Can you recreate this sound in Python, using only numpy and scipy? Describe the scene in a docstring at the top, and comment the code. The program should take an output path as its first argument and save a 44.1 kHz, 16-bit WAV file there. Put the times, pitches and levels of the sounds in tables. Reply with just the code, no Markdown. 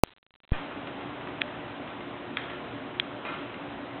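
"""A sharp pop as a small camera starts, half a second of faintly ticking mute, a thump as its mic opens.
Then a dog noses metal cups and hardware hung on a chain-link gate: each knock rings the metal and
rattles the mesh, across an echoing room. A few sharp, dry clicks sound close by, and a fan blows and
hums underneath. The camera's narrow band dulls everything but the pop."""
import sys
import numpy as np
from scipy import signal
from scipy.fft import rfft, irfft
from scipy.io import wavfile
from scipy.ndimage import uniform_filter1d

SR = 44100
rng = np.random.default_rng(int(sys.argv[2]) if len(sys.argv) > 2 else 0)


def log_audio(samples):
    """Write samples as a 16-bit WAV file to the path given in sys.argv[1]."""
    # one column per channel
    frames = np.atleast_2d(samples).T
    # limit to full scale, then quantise
    limited = np.clip(frames, -1, 1)
    pcm = np.round(limited * 32767).astype(np.int16)
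    wavfile.write(sys.argv[1], SR, pcm)


N = 176400

# The dog's nudges. Each row: start in seconds, level in dB, brightness in dB per octave, room send in dB.
GATE_KNOCKS = [(.515, -3.3, -2, 0), (.565, -9.5, -1.5, 2), (.712, -9, -8.5, -4), (.872, -4, 1, -11.5),
               (1.009, -8.5, 0.5, -10.5), (1.21, -10, -7.5, -4), (1.274, -8.5, -3, -9.5),
               (1.478, -8.5, -0.5, -8.5), (1.68, -11.5, 2, -2), (1.876, -7.5, -1, -5.5),
               (2.007, -9, -1.5, -11), (2.374, -3.5, -1.5, 2), (2.417, -5, 0.5, -2.5), (2.499, -9, -2, 0.5),
               (3.251, -2, -2.5, 0.5), (3.289, -5, -6, -0.5), (3.338, -4, 2, -6.5), (3.542, -6, -1.5, -15)]
# The ring of the hanging metal. Each row: pitch in Hz, relative level in dB, seconds to fade by 60 dB.
METAL_MODES = [(1245, -2, 0.16), (1373, 1, 0.1), (1533, -0.5, 0.09), (1760, -4.5, 0.041), (1960, -8, .14),
               (2108, -2.5, .12), (2500, -14.5, .08), (2690, -11, 0.14), (3240, -5, 0.13),
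               (3400, -21, 0.048)]
# The tone of the mesh rattle. Each row: frequency in Hz, relative level in dB.
MESH_SPECTRUM = [(100, -22.5), (400, -13), (700, -8.5), (1000, 0), (1350, 4.5), (1850, -2), (2700, 3.5),
                 (3300, -3.5), (4000, -9.5)]
def gate_hardware(ring_db=-35.5, rattle_db=-22, rattle_t60=0.029, direct_db=-8, room_db=-0.44):
    """Each knock rings the hanging metal, rattles the wire mesh and spills into the room."""
    direct, send, t = np.zeros(N), np.zeros(N), np.arange(SR // 4) / SR
    fall = -np.log(1000) * t
    for start, db, bright_db, send_db in GATE_KNOCKS:
        chance = rng.random((len(METAL_MODES), 2))
        ring = sum((.5 + size) * amp(mode_db) * np.exp(fall / t60) * np.sin(2 * np.pi * (hz * t + phase))
                   for (hz, mode_db, t60), (size, phase) in zip(METAL_MODES, chance))
        rattle = shape_noise(rng.standard_normal(len(t)), MESH_SPECTRUM) * np.exp(fall / rattle_t60)
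        knock = amp(db) * (amp(ring_db) * ring + amp(rattle_db) * rattle)
        knock = colour(knock, lambda f: amp(bright_db * np.log2(np.clip(f / 2000, .5, 2))))  # 1-4 kHz tilt
        add(direct, start, knock)
        add(send, start, amp(send_db) * knock)
    return amp(direct_db) * direct + amp(room_db) * room_tail(send)


# The close clicks. Each row: start in seconds, level in dB, brightness in dB per octave,
# rebound delay in seconds, rebound level in dB against the first hit.
CLICK_HITS = [(1.4115, -28, -12, 0.0023, 0), (1.4175, -9, -8.5, 0.00039, -11),
              (2.3711, -14.5, -14.5, 0.0009, -4.5), (2.9989, -10, 9.5, 0.00088, -25)]
# The ring of a click. Each row: pitch in Hz, relative level in dB, seconds to fade by 60 dB.
CLICK_RING = [(1560, -6, 0.002), (1910, -12, 0.0055), (2465, -4.5, 0.0059), (3140, -6, 0.0026),
              (3277, -7.5, 0.011), (3700, -14.5, 0.0024)]
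def close_clicks(low_cut_hz=1400):
    """A hard contact and its instant rebound ring a small, heavily damped part."""
    out, t = np.zeros(N), np.arange(SR // 20) / SR
    fall = -np.log(1000) * t
    pivot_hz = CLICK_RING[2][0]
    for start, db, bright_db, rebound_s, rebound_db in CLICK_HITS:
        ring = np.zeros(len(t))
        for hz, mode_db, t60 in CLICK_RING:
            gain = amp(db + mode_db + bright_db * np.log2(hz / pivot_hz))
            ring += gain * np.exp(fall / t60) * np.sin(2 * np.pi * hz * t)
        add(out, start, ring)
        add(out, start + rebound_s, amp(rebound_db) * ring)
    return signal.sosfilt(signal.butter(6, low_cut_hz, "high", fs=SR, output="sos"), out)


# The room's decay. Each row: frequency in Hz, seconds to fade by 60 dB.
ROOM_DECAY = [(250, 0.57), (1300, .62), (2500, 0.68), (4000, 0.68)]
def room_tail(x):
    """Bare walls return a dense tail, the treble lingering a little longer."""
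    hz, t, spectrum = signal.stft(rng.standard_normal(SR), SR, nperseg=256)
    decay = np.exp(-np.log(1000) * t / read(ROOM_DECAY, hz)[:, None])
    tail = signal.istft(spectrum * decay, SR, nperseg=256)[1]
    return signal.fftconvolve(x, tail / np.linalg.norm(tail))[:N]


# The tone of the rushing air. Each row: frequency in Hz, relative level in dB.
AIR_SPECTRUM = [(25, -23), (45, -16), (65, -5.5), (90, -8), (120, -1), (170, -2), (270, 2.5), (420, -1.5),
                (650, -0.2), (1000, -3), (1700, -8), (2400, -10.5), (3200, -12.5), (4000, -20), (4400, -25)]
# The fader ride on the air. Each row: time in seconds, level in dB.
AIR_FADER = [(.5, -40.5), (1.3, -40), (1.9, -41), (2.3, -41), (3.1, -40.5), (4, -41)]
# The fan's hum. Each row: pitch in Hz, level in dB, half-width in Hz.
HUM_LINES = [(118.2, -56, 3.8), (151.5, -60.5, 3.8), (248.5, -57.5, 7.7), (285.2, -47, 10), (358.6, -52, 7),
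             (479, -64, 4), (597.2, -54.5, 7), (669, -63.5, 2.9), (795, -68, 3.8), (1068, -62.5, 6),
             (1364, -62.5, 26)]
def fan(flicker_db=0.77):
    """A softly flickering rush of air over narrow, wavering hum lines."""
    spectrum = signal.stft(rng.standard_normal(N), SR, nperseg=1024, noverlap=768)[2]
    flicker = uniform_filter1d(rng.standard_normal(spectrum.shape), size=10, axis=0)  # across frequency
    flicker = unit(uniform_filter1d(flicker, size=10, axis=1))  # across time
    air = signal.istft(spectrum * amp(flicker_db * flicker), SR, nperseg=1024, noverlap=768)[1][:N]
    air_db = np.interp(np.arange(N) / SR, *np.transpose(AIR_FADER))
    hum = sum(amp(db) * unit(colour(rng.standard_normal(N), lambda f: 1 / (1 + ((f - hz) / width) ** 2)))
              for hz, db, width in HUM_LINES)
    return amp(air_db) * shape_noise(air, AIR_SPECTRUM) + hum


# Spells of crackle in the mute. 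Each row: start in seconds, end in seconds, average ticks per second.
CRACKLE_SPELLS = [(0.034, .064, 350), (.072, .096, 1200), (0.103, 0.137, 400), (0.428, 0.518, 110)]
# Stray ticks between the spells. Each entry: time in seconds.
STRAY_TICKS = [.1645, .175, .183, .2295, .2655, .3075, .34, .341, .354, .36, .403]
def converter_crackle():
    """The muted converter ticks in one-sample spikes of either sign."""
    t = np.arange(N) / SR
    rate = sum(per_s * (t > start) * (t < end) for start, end, per_s in CRACKLE_SPELLS)
    ticks = (rng.random(N) < rate / SR) * rng.choice([-1, 1], N)
    for start in STRAY_TICKS:
        add(ticks, start, rng.choice([-1, 1], 1))
    return ticks


def mic_thump(start, rise_s=0.00045, recover_s=0.012):
    """The mic opens with a rounded voltage step, then the input swings slowly back."""
    step = lag(voltage_step(start, hold_s=0.0026, fall_s=.0018), rise_s)
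    return step - lag(lag(lag(step, recover_s), recover_s), recover_s)


def voltage_step(start, hold_s, fall_s):
    """A negative jump that holds for a moment and relaxes."""
    t = np.arange(N) / SR - start
    return -np.clip(t * SR, 0, 1) * np.exp(-np.maximum(t - hold_s, 0) / fall_s)


def amp(db):
    """Decibels to gain."""
    return 10 ** (np.asarray(db) / 20)


def unit(x):
    """Scales to rms 1."""
    return x / np.sqrt(np.mean(x ** 2) + 1e-20)


def read(points, hz):
    """Reads a table on a log-frequency axis."""
    f, value = np.transpose(points)
    return np.interp(np.log(hz + 1), np.log(f + 1), value)


def add(mix, start, sound):
    """Drops a sound into the mix at a start time in seconds."""
    part = mix[max(round(start * SR), 0):][:len(sound)]
    part += sound[:len(part)]


def colour(x, gain):
    """Filters by a gain given as a function of frequency."""
    size = 2 * len(x)
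    return irfft(rfft(x, size) * gain(np.fft.rfftfreq(size, 1 / SR)), size)[:len(x)]


def shape_noise(noise, spectrum):
    """EQs noise to a table, cuts it at 5 kHz and scales it to rms 1."""
    return unit(colour(noise, lambda f: amp(read(spectrum, f)) * (f < 5000)))


def lag(x, seconds):
    """One-pole smoothing."""
    pole = np.exp(-1 / (seconds * SR))
    return signal.lfilter([1 - pole], [1, -pole], x)


def scene():
    """A mono mix: the fan as a bed, the gate across the room, the clicks up close."""
    return (fan() + gate_hardware() + close_clicks())[None]


def record(dry):
    """The camera pops, ticks while muted, then opens with a thump onto a narrow band."""
    open_s, fade_in_s = .5195, 0.013
    band_hz, slope_hz, top_hz = 4064, 110, 16800
    fade_in = np.clip((np.arange(N) / SR - open_s) / fade_in_s, 0, 1)
    ticks = amp(-44.5) * converter_crackle() * SR / (2 * band_hz)  # makes up the peak lost to the band
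    sound = dry[0] * fade_in + amp(-11.5) * mic_thump(open_s) + ticks
    sound = colour(sound, lambda f: .5 - .5 * np.tanh((f - band_hz) / (2 * slope_hz)))
    pop = amp(-2.5) * voltage_step(.0363, hold_s=.00054, fall_s=.00005)
    high_cut = signal.firwin(511, top_hz, window=("kaiser", 9), fs=SR)
    return signal.oaconvolve(sound + pop, high_cut, "same")[None]


dry = scene()
out = record(dry)
log_audio(out)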